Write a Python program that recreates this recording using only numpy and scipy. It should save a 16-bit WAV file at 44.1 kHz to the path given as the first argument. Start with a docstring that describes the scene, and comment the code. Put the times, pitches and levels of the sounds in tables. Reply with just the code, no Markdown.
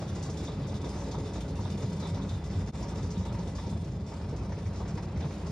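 """Rack monorail climbing a hillside

A small car, heard from a seat in the open air. The drive pinion bites the rack about 13.5 times
a second, each tooth a short rasp of steel. The rolling wheels roar, ring the rail, make the floor
and panels boom and the fittings knock, over a faint gear hum and a thin motor whine."""
import sys
import numpy as np
from scipy import signal
from scipy.fft import rfft, irfft
from scipy.io import wavfile
from scipy.ndimage import uniform_filter1d

SR = 44100
rng = np.random.default_rng(int(sys.argv[2]) if len(sys.argv) > 2 else 0)


def output_pcm(signal):
    """Save a mono or channel-first signal as 16-bit PCM at the path in sys.argv[1].

    Samples are clipped to [-1, 1] before scaling.
    """
    pcm = np.clip(np.atleast_2d(signal).T, -1, 1) * 32767
    wavfile.write(sys.argv[1], SR, np.round(pcm).astype(np.int16))


N = 242991
TIME_S = np.arange(N) / SR
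BINS_HZ = np.fft.rfftfreq(N, 1 / SR)
TEETH_PER_S, FIRST_TOOTH_S = 13.54, .003


def gain_of(db):
    """Decibels to amplitude."""
    return 10 ** (np.asarray(db) / 20)


def unit_rms(x):
    """Scales to rms 1."""
    return x / np.sqrt(np.mean(x ** 2) + 1e-20)


def spectrum(points):
    """Value at every bin, interpolated over log frequency."""
    hz, value = np.transpose(points)
    return np.interp(np.log(BINS_HZ + 1), np.log(hz + 1), value)


def envelopes(rows):
    """Each dB column as a gain at every sample."""
    s, *columns = np.transpose(rows)
    return [gain_of(np.interp(TIME_S, s, db)) for db in columns]


def shaped(x, db):
    """Filters by a dB spectrum, keeping the power of white noise."""
    return irfft(rfft(x) * unit_rms(gain_of(db)), N)


def noise_pair():
    """Two independent white noises."""
    return rng.standard_normal((2, N))


def wander(rate_hz):
    """Smooth random curve of rms 1, rolling off at rate_hz."""
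    lowpass = np.exp(-(BINS_HZ / rate_hz) ** 2)
    return unit_rms(irfft(rfft(rng.standard_normal(N)) * lowpass, N))


def add(mix, s, sound):
    """Adds a sound to the mix at time s."""
    part = mix[max(round(s * SR), 0):][:len(sound)]
    part += sound[:len(part)]


def tones(lines, waver_hz, sway_db):
    """Tones that each waver in pitch and strength."""
    out = np.zeros(N)
    for hz, db, spread_hz in lines:
        turns = np.cumsum(hz + spread_hz * wander(waver_hz)) / SR
        sway = gain_of(sway_db * wander(4.2))
        out += gain_of(db) * unit_rms(sway * np.sin(2 * np.pi * turns))
    return out


def ringing(modes, hold_s):
    """Resonances driven by random vibration, their power levelled over hold_s."""
    response = sum(gain_of(db) / (1 + ((BINS_HZ - hz) / width) ** 2) ** 1.19 for hz, width, db in modes)
    ring = shaped(rng.standard_normal(N), 20 * np.log10(response))
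    return ring / np.sqrt(uniform_filter1d(ring ** 2, int(hold_s * SR)) + 1e-6)


def blows(times_s, levels_db, colour, t60_s, rise_s):
    """Blows on a part with many close, well-damped modes."""
    force, t = np.zeros(N), np.arange(SR // 5) / SR
    for s, db in zip(times_s, levels_db):
        add(force, s, gain_of(db - 60 * t / t60_s) * (1 - np.exp(-t / rise_s)))
    return shaped(force * noise_pair(), spectrum(colour))


def teeth_passed(times_s):
    """Rack teeth gone by, plus the fraction of the one in mesh."""
    return np.maximum((times_s - FIRST_TOOTH_S) * TEETH_PER_S, 0)


def steel(x, broad_db, narrow_db):
    """Each tooth favours other modes of the steel: its own broad colour and narrow rings."""
    framing = dict(nperseg=768, noverlap=576)
    _, times_s, frames = signal.stft(x, SR, **framing)
    tooth = teeth_passed(times_s).astype(int)
    broad, narrow = rng.standard_normal((2, frames.shape[1], tooth[-1] + 1))
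    colour_db = broad_db * unit_rms(uniform_filter1d(broad, size=28, axis=0))
    colour_db += narrow_db * unit_rms(uniform_filter1d(narrow, size=2, axis=0))
    _, coloured = signal.istft(frames * unit_rms(gain_of(colour_db))[:, tooth], **framing)
    return coloured[:, :N]


# left-right coherence: f/Hz, coherence/0-1
PORT_COHERENCE = [(200, 1), (330, .98), (500, .88), (640, .72), (800, .87), (2000, .8), (2900, .28),
                  (3700, .62), (4300, .48), (5300, .68), (7500, .78), (9300, .99), (10500, .999)]
# phase lead of the left port: f/Hz, lead/rad
PORT_LEAD = [(300, 0), (1300, -.25), (2200, .15), (2900, .95), (3600, .45), (4700, .1), (6000, 1.3),
             (7200, 2.05), (8500, 2.85), (9700, np.pi)]
def ports(pair):
    """Two close microphone ports: alike in the bass, opposed in the high treble."""
    left, other = rfft(pair)
    coherence = np.clip(spectrum(PORT_COHERENCE), 0, 1)
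    right = coherence * left + np.sqrt(1 - coherence ** 2) * other
    lag = np.exp(-1j * spectrum(PORT_LEAD))
    return irfft(np.array([left, right * lag]), N)


# gear, motor and gearbox tones: f/Hz, level/dB, pitch spread/Hz
GEAR_HUM = [(92.3, -45, 2.88)]
MOTOR_WHINE = [(1990, -71, 1), (2010, -70, 5)]
GEARBOX_DRONE = [(164.9, -44, 1.59), (196.9, -47, 2.07)]
# their swells: t/s, gain/dB
WHINE_SWELL = [(0, -1.5), (.9, 2), (1.5, -1), (2.9, 1), (3.6, 1), (4.0, -5), (4.5, -2), (5.5, -2.5)]
DRONE_SWELL = [(0, -0.5), (1.4, -5), (1.8, -0.5), (2.5, 1.5), (2.72, -2.5), (3.2, -0.5), (4.0, -1.5),
               (4.15, -0.5), (4.35, -1.5), (5.5, 1.5)]
def gears():
    """Gears hum, the motor whines, and the gearbox drones as it takes the load."""
    whine_swell, = envelopes(WHINE_SWELL)
    drone_swell, = envelopes(DRONE_SWELL)
    hum = tones(GEAR_HUM, waver_hz=12, sway_db=2.5)
    whine = whine_swell * tones(MOTOR_WHINE, waver_hz=12, sway_db=2.3)
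    drone = drone_swell * tones(GEARBOX_DRONE, waver_hz=9.8, sway_db=1.5)
    return hum + whine + drone


# drive and rail resonances: f/Hz, width/Hz, level/dB
DRIVE_MODES = [(271.6, 8.3, -51.5), (392, 5.9, -59.5), (427.9, 4.4, -52.5), (564.3, 3.5, -57.5)]
RAIL_MODES = [(945.5, 12, 1), (909, 21, -6)]
# drive load: t/s, singing gain/dB, pinion ring/dB re rasp
DRIVE_LOAD = [(0, -6.5, -7.5), (.45, 3, -6.5), (1.35, 3.5, -9), (1.9, -0.5, -8), (2.25, 4.5, -7),
              (2.4, -5.5, -9), (2.65, -0.5, -9), (3.3, 2.5, -8), (3.7, -3, -9), (4.2, -2, -9.5),
              (4.8, -4, -18), (5.5, -1, -14)]
# swell of the rail's note: t/s, level/dB
RAIL_SWELL = [(0, -68), (.6, -67), (.85, -53.5), (1.4, -58.5), (1.65, -60), (2.05, -54), (2.5, -64.5),
              (2.85, -55.5), (3.05, -63), (3.22, -51.5), (3.4, -51), (3.52, -60), (3.65, -51), (3.95, -68),
              (4.13, -53), (4.5, -66), (5.5, -61.5)]
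def singing():
    """Parts of the drive, and the rail under it, sing in broken, fuzzy tones."""
    load, _ = envelopes(DRIVE_LOAD)
    swell, = envelopes(RAIL_SWELL)
    drive = sum(gain_of(db) * ringing([(hz, width, 0)], hold_s=.49) for hz, width, db in DRIVE_MODES)
    return load * drive + swell * ringing(RAIL_MODES, hold_s=.12)


# body resonances: f/Hz, width/Hz, relative level/dB
FLOOR_MODES = [(60.5, 5.7, 0.5), (85.8, 4.8, -1), (97.6, 17, -3.5)]
PANEL_MODES = [(114, 25, -9), (133.3, 8.2, -2), (161, 10, -3), (195.7, 28.4, -2.5)]
# body vibration: t/s, level/dB
FLOOR_SHAKE = [(0.0, -40.5), (.9, -40), (1.67, -37.5), (1.95, -42), (2.55, -38), (3.1, -38.5), (3.9, -37.5),
               (4.12, -42.5), (4.3, -37.5), (5.5, -41)]
PANEL_SHAKE = [(0.0, -39.5), (1.44, -40.5), (1.76, -37.5), (2.3, -38.5), (2.9, -37.5), (3.4, -40.5),
               (3.94, -38), (4.15, -42), (4.35, -39.5), (5.5, -39)]
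def body(floor_db=3.0, panel_db=2.47, sway_db=1.5):
    """Wheel vibration makes the floor boom and the side panels drone unevenly."""
    floor, = envelopes(FLOOR_SHAKE)
    panel, = envelopes(PANEL_SHAKE)
    boom = gain_of(floor_db) * floor * ringing(FLOOR_MODES, hold_s=.11)
    drone = gain_of(panel_db + sway_db * wander(8.9)) * panel * ringing(PANEL_MODES, hold_s=.08)
    return boom + drone


# wheel bumps: t/s, level/dB, f/Hz
JOLTS = [(0.117, -29.5, 100), (0.613, -30.5, 141), (.742, -28.5, 86), (1.166, -28, 149), (1.578, -27, 97),
         (1.735, -28.5, 200), (1.771, -34.5, 195), (1.834, -27, 111), (1.974, -35, 192.5),
         (2.128, -26.5, 103), (2.207, -30, 179), (2.314, -27.5, 104), (2.49, -33, 90), (2.557, -22, 91.3),
         (2.932, -31, 80), (3.0, -26, 102), (3.039, -24, 90), (3.172, -25, 181), (3.19, -26, 93),
         (3.297, -26, 111), (3.38, -28.5, 165), (3.739, -29, 91), (3.874, -28, 119), (4.018, -29, 86.5),
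         (4.225, -25.5, 93), (4.283, -26.5, 126), (4.407, -27, 94.5), (4.653, -25, 98), (4.825, -26.5, 94),
         (4.968, -25, 98.6), (5.169, -23, 83), (5.242, -27.5, 148), (5.466, -28.5, 80)]
def jolts(rise_s=.012):
    """Each bump swings the floor for a few cycles."""
    out, t = np.zeros(N), np.arange(SR // 5) / SR
    pulse = t / rise_s * np.exp(1 - t / rise_s)
    for s, db, hz in JOLTS:
        add(out, s, gain_of(db) * pulse * np.sin(2 * np.pi * hz * t))
    return out


# wheel roar and rail ring: t/s, level/dB
WHEEL_ROAR = [(0.0, -40.5), (0.6, -41), (1.03, -40), (1.71, -41), (2.1, -40.5), (2.42, -43.5), (2.55, -41),
              (3.33, -40.5), (3.93, -42), (4.6, -41), (5.5, -39)]
RAIL_RING = [(0.0, -50), (1.0, -49.5), (1.76, -51.5), (2.06, -50), (2.4, -50.5), (3.3, -49), (3.65, -52),
             (4.01, -54), (4.15, -51), (4.3, -51.5), (4.5, -50.5), (5.5, -48.5)]
# their spectra: f/Hz, relative density/dB
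WHEEL_COLOUR = [(10, -19), (25, -12.5), (45, -6), (190, -12), (250, -0.5), (320, 1.5), (370, -1),
                (520, -3.5), (620, -5.5), (740, -9), (900, -19), (1500, -40.5), (3000, -74)]
RAIL_COLOUR = [(400, -45.5), (680, -6), (800, 2), (950, -0.5), (1100, -1.5), (1500, -7), (2000, -12),
               (2400, -10.5), (3100, -14.5), (5000, -16.5), (9000, -60)]
def rolling(roar_db=-2, judder_db=1.5):
    """The wheels' roar and the ring of the rail judder together."""
    wheel_level, = envelopes(WHEEL_ROAR)
    rail_level, = envelopes(RAIL_RING)
    judder = unit_rms(gain_of(judder_db * wander(28)))
    roar = shaped(judder * noise_pair(), spectrum(WHEEL_COLOUR))
    ring = shaped(judder * noise_pair(), spectrum(RAIL_COLOUR))
    return gain_of(roar_db) * wheel_level * roar + rail_level * steel(ring, broad_db=.5, narrow_db=1.5)


# loose fittings: t/s, thud/dB, clack/dB, clank/dB
KNOCKS = [(.021, -35.5, -55.5, -48), (.177, -42.5, -48.5, -57), (.293, -43.5, -50, -64),
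          (.479, -37, -40.5, -51), (.682, -34, -50, -62), (.838, -36.5, -45, -49), (.858, -34, -42, -53),
          (.929, -44, -48, -49), (1.02, -42.5, -45, -65), (1.055, -38.5, -50, -53),
          (1.084, -39.5, -56, -58), (1.142, -36, -36.5, -55), (1.18, -36.5, -54, -62),
          (1.355, -39.5, -42, -57), (1.487, -39, -48, -63), (1.585, -46, -40, -56), (1.653, -42, -42, -58),
          (1.822, -34.5, -43, -48), (1.916, -36.5, -43.5, -58), (2.023, -34, -39, -49),
          (2.051, -43.5, -40.5, -50), (2.17, -40, -39.5, -46.5), (2.495, -47.5, -48.5, -48.5),
          (2.603, -43, -51, -50), (2.672, -51, -45, -51), (2.752, -44, -51, -50), (2.828, -40, -40, -47),
          (2.862, -37.5, -58, -57), (2.897, -50, -44.5, -60), (2.975, -42, -42, -51.5),
          (3.029, -37, -55, -50), (3.208, -38, -42, -52), (3.252, -43, -41, -55), (3.315, -38.5, -50, -56),
          (3.344, -40.5, -43.5, -56), (3.39, -34.5, -45.5, -62), (3.58, -43, -38.5, -46.5),
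          (3.639, -38.5, -41.5, -57), (3.673, -37, -52, -59), (3.718, -53, -44.5, -64),
          (4.116, -42, -39.5, -52), (4.325, -33.5, -55, -61), (4.376, -46, -50.5, -51),
          (4.448, -37, -40.5, -54), (4.495, -32.5, -53, -54), (4.518, -42.5, -42, -45.5),
          (4.586, -52, -58, -48.5), (4.655, -40, -59, -47.5), (4.742, -49, -53, -49),
          (4.801, -34, -36.5, -59), (4.851, -42, -47.5, -51), (4.974, -37.5, -38, -42),
          (5.157, -34, -55, -49), (5.202, -44, -47, -46.5), (5.302, -47.5, -45, -49),
          (5.452, -49, -45, -60)]
# body, rail and bracket spectra: f/Hz, relative density/dB
THUD_COLOUR = [(60, -33), (250, 1.5), (450, 1), (600, -1.5), (750, -17), (1300, -27.5), (3000, -62.5)]
CLACK_COLOUR = [(400, -32.5), (650, -1.5), (800, -0.5), (945, 5.5), (1050, -3), (1250, -4), (1500, -18.5),
                (3000, -39.5)]
CLANK_COLOUR = [(800, -25), (1300, -4.5), (1700, -0.5), (2300, -1.5), (2800, -11), (4000, -11.5),
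                (6000, -8), (11000, -53.5)]
def knocks():
    """A loose fitting knocks: the body thuds, the rail clacks and the bracket clanks at once."""
    s, thud_db, clack_db, clank_db = np.transpose(KNOCKS)
    thud = blows(s, thud_db, THUD_COLOUR, t60_s=.12, rise_s=.0022)
    clack = blows(s, clack_db, CLACK_COLOUR, t60_s=.14, rise_s=.003)
    clank = blows(s, clank_db, CLANK_COLOUR, t60_s=.15, rise_s=.0034)
    return thud + clack + clank


# grit between the teeth: t/s, level/dB
GRIT_SNAPS = [(.375, -51), (0.439, -44.5), (0.67, -53.5), (1.594, -50), (2.804, -49)]
# snap spectrum: f/Hz, relative density/dB
SNAP_COLOUR = [(1000, -25), (3500, -2), (7000, 0), (11500, -4), (13000, -11), (15300, -9)]
def snaps(common_db=-8):
    """Grit cracks in the mesh with a bright tick; part of it reaches both ports alike."""
    ticks = blows(*np.transpose(GRIT_SNAPS), SNAP_COLOUR, t60_s=.05, rise_s=.0015)
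    return ports(ticks) + gain_of(common_db) * ticks[1]


# pinion strikes on the rack: t/s, level/dB
CHINKS = [(.446, -51.5), (.473, -46.5), (.515, -54), (.634, -53), (.694, -55), (0.741, -50), (.842, -51),
          (1.147, -54), (1.257, -52.5), (1.354, -51), (1.648, -48.5), (2.024, -47.5), (2.05, -48.5),
          (2.142, -53), (2.217, -52), (2.29, -50), (2.33, -55.5), (2.441, -58), (3.165, -50.5),
          (3.228, -54.5), (3.274, -53), (3.584, -54), (5.218, -51)]
# struck pinion: f/Hz, relative level/dB, t60/s
PINION_MODES = [(3530, 0, 0.14), (3700, -2.5, 0.21), (3780, -3, .14), (3880, 1, .17), (4070, -9.5, 0.11),
                (5400, -12.5, .1)]
# scraped pinion: f/Hz, relative density/dB
PINION_COLOUR = [(2400, -48), (3250, -6.5), (3400, -6), (3486, 8.5), (3560, -1), (3630, 7.5), (3750, -6.5),
                 (3860, 5), (3950, -15.5), (4300, -8), (5280, -19), (5410, -9), (5550, -26.5),
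                 (6200, -44.5)]
def chinks(ring_db=-4.5, spread_db=3.5, detune=.009, rise_s=.003):
    """A hard contact scrapes briefly and rings the pinion, in a new mix of modes each time."""
    rings, t = np.zeros((2, N)), np.arange(SR // 4) / SR
    hz, mode_db, t60_s = np.transpose(PINION_MODES)[:, :, None]
    attack = 1 - np.exp(-t / rise_s)
    for s, db in CHINKS:
        for channel in rings:
            strength, tuning = rng.standard_normal((2, len(hz), 1))
            turns = hz * (1 + detune * tuning) * t + rng.random(hz.shape)
            decay = gain_of(mode_db + spread_db * strength - 60 * t / t60_s)
            ring = (decay * np.sin(2 * np.pi * turns)).sum(0)
            add(channel, s, gain_of(db + ring_db) * attack * ring)
    scrapes = blows(*np.transpose(CHINKS), PINION_COLOUR, t60_s=.14, rise_s=.0028)
    return rings + scrapes


# catching teeth: t/s, level/dB, initial centre f/Hz
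HARD_BITES = [(0.153, -54, 6350), (.226, -42, 6420), (0.297, -45, 5880), (.373, -49, 6370),
              (0.446, -45, 5840), (.674, -50, 6200), (.842, -49, 5600), (0.96, -52, 5210),
              (1.112, -44, 5550), (1.18, -63, 5200), (1.333, -48, 6260), (1.355, -49, 5700),
              (1.482, -52.5, 5580), (1.606, -47, 5430), (1.699, -53, 6700), (1.777, -58, 5200),
              (1.819, -46.5, 5890), (1.999, -45.5, 5310), (2.145, -49, 5050), (2.51, -50.5, 5400),
              (2.672, -50.5, 5820), (2.823, -45.5, 6010), (2.883, -54, 5000), (2.969, -47.5, 5800),
              (3.029, -49, 5600), (3.104, -44, 5870), (3.385, -47.5, 5360), (3.551, -45, 5720),
              (3.663, -49, 5500), (4.757, -50, 5440), (4.972, -60, 5250), (5.46, -50, 5810)]
def hard_bites(gain_db=-.8, half_width_hz=1300, sag_hz_per_s=5000, rise_s=.0023, t60_s=.2):
    """A tooth that catches rattles in a bright burst that dulls as it slides home."""
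    out, t = np.zeros(N), np.arange(SR // 8) / SR
    burst = gain_of(-60 * t / t60_s) * (1 - np.exp(-t / rise_s))
    lowpass = signal.butter(2, half_width_hz, fs=SR)
    for s, db, hz in HARD_BITES:
        grit = signal.lfilter(*lowpass, rng.standard_normal((2, len(t))))
        phase = 2 * np.pi * np.cumsum(hz - sag_hz_per_s * t) / SR
        rattle = unit_rms(grit[0] * np.cos(phase) + grit[1] * np.sin(phase))
        add(out, s, gain_of(db + gain_db) * burst * rattle)
    return out


def tooth_strokes(bite_db=2.25, fade_db=5.5, bite_spread_db=1.4, fade_spread_db=3.5):
    """Contact force: each tooth bites sharply and eases off, no two alike."""
    tooth, slide = np.divmod(teeth_passed(TIME_S), 1)
    tooth = tooth.astype(int)
    strength, fade = rng.standard_normal((tooth[-1] + 1, 2)).T
    scatter_db = bite_spread_db * strength[tooth] + fade_spread_db * fade[tooth] * (.5 - slide)
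    return uniform_filter1d(gain_of(bite_db - fade_db * slide + scatter_db), size=130)


# tooth friction: t/s, level/dB
TOOTH_RUB = [(0.0, -54), (0.51, -53), (0.6, -58), (0.86, -52.5), (0.98, -51.5), (1.39, -54.5),
             (1.48, -56.5), (1.95, -54.5), (2.04, -51.5), (2.41, -57.5), (3.06, -53.5), (3.51, -55),
             (3.6, -51), (3.99, -60.5), (4.13, -54), (4.35, -61), (4.55, -58.5), (4.85, -54), (5.05, -60),
             (5.5, -52.5)]
# rasp spectrum: f/Hz, relative density/dB
RASP_COLOUR = [(500, -45), (1800, -7), (2500, -4), (3200, -4), (4200, -3), (4800, -1.5), (5200, 1),
               (6000, -1.5), (7400, -2.5), (9000, -5.5), (11000, -11.5), (13000, -21), (15300, -24)]
def rasp(gain_db=.65, grit_db=1.1, chatter_db=1.5):
    """Each tooth slides on the rack with a gritty scrape that rings the pinion."""
    rub, = envelopes(TOOTH_RUB)
    _, ring_gain = envelopes(DRIVE_LOAD)
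    force = gain_of(gain_db) * rub * tooth_strokes()
    force *= unit_rms(gain_of(grit_db * wander(1600) + chatter_db * wander(53)))
    scrape = shaped(force * noise_pair(), spectrum(RASP_COLOUR))
    ring = ring_gain * shaped(force * noise_pair(), spectrum(PINION_COLOUR))
    return steel(scrape + ring, broad_db=1.2, narrow_db=2.7)


def scene():
    """The car from a seat; body, jolts, singing and gears reach both ports alike."""
    mesh = rasp() + np.array([hard_bites(), hard_bites()]) + chinks()
    stereo = ports(rolling() + mesh + knocks()) + snaps()
    return stereo + body() + jolts() + singing() + gears()


# brief dip in level: t/s, gain/dB
LEVEL_DIP = [(2.692, -2), (2.707, -8), (2.718, -26), (2.73, -10), (2.752, -3)]
def record(dry, cutoff_hz=15600):
    """The level dips briefly once; the top of the treble is cut."""
    dip, = envelopes(LEVEL_DIP)
    lowpass = signal.firwin(511, cutoff_hz, window=("kaiser", 9), fs=SR)
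    return signal.oaconvolve(dry * dip, lowpass[None], "same")


dry = scene()
out = record(dry)
output_pcm(out)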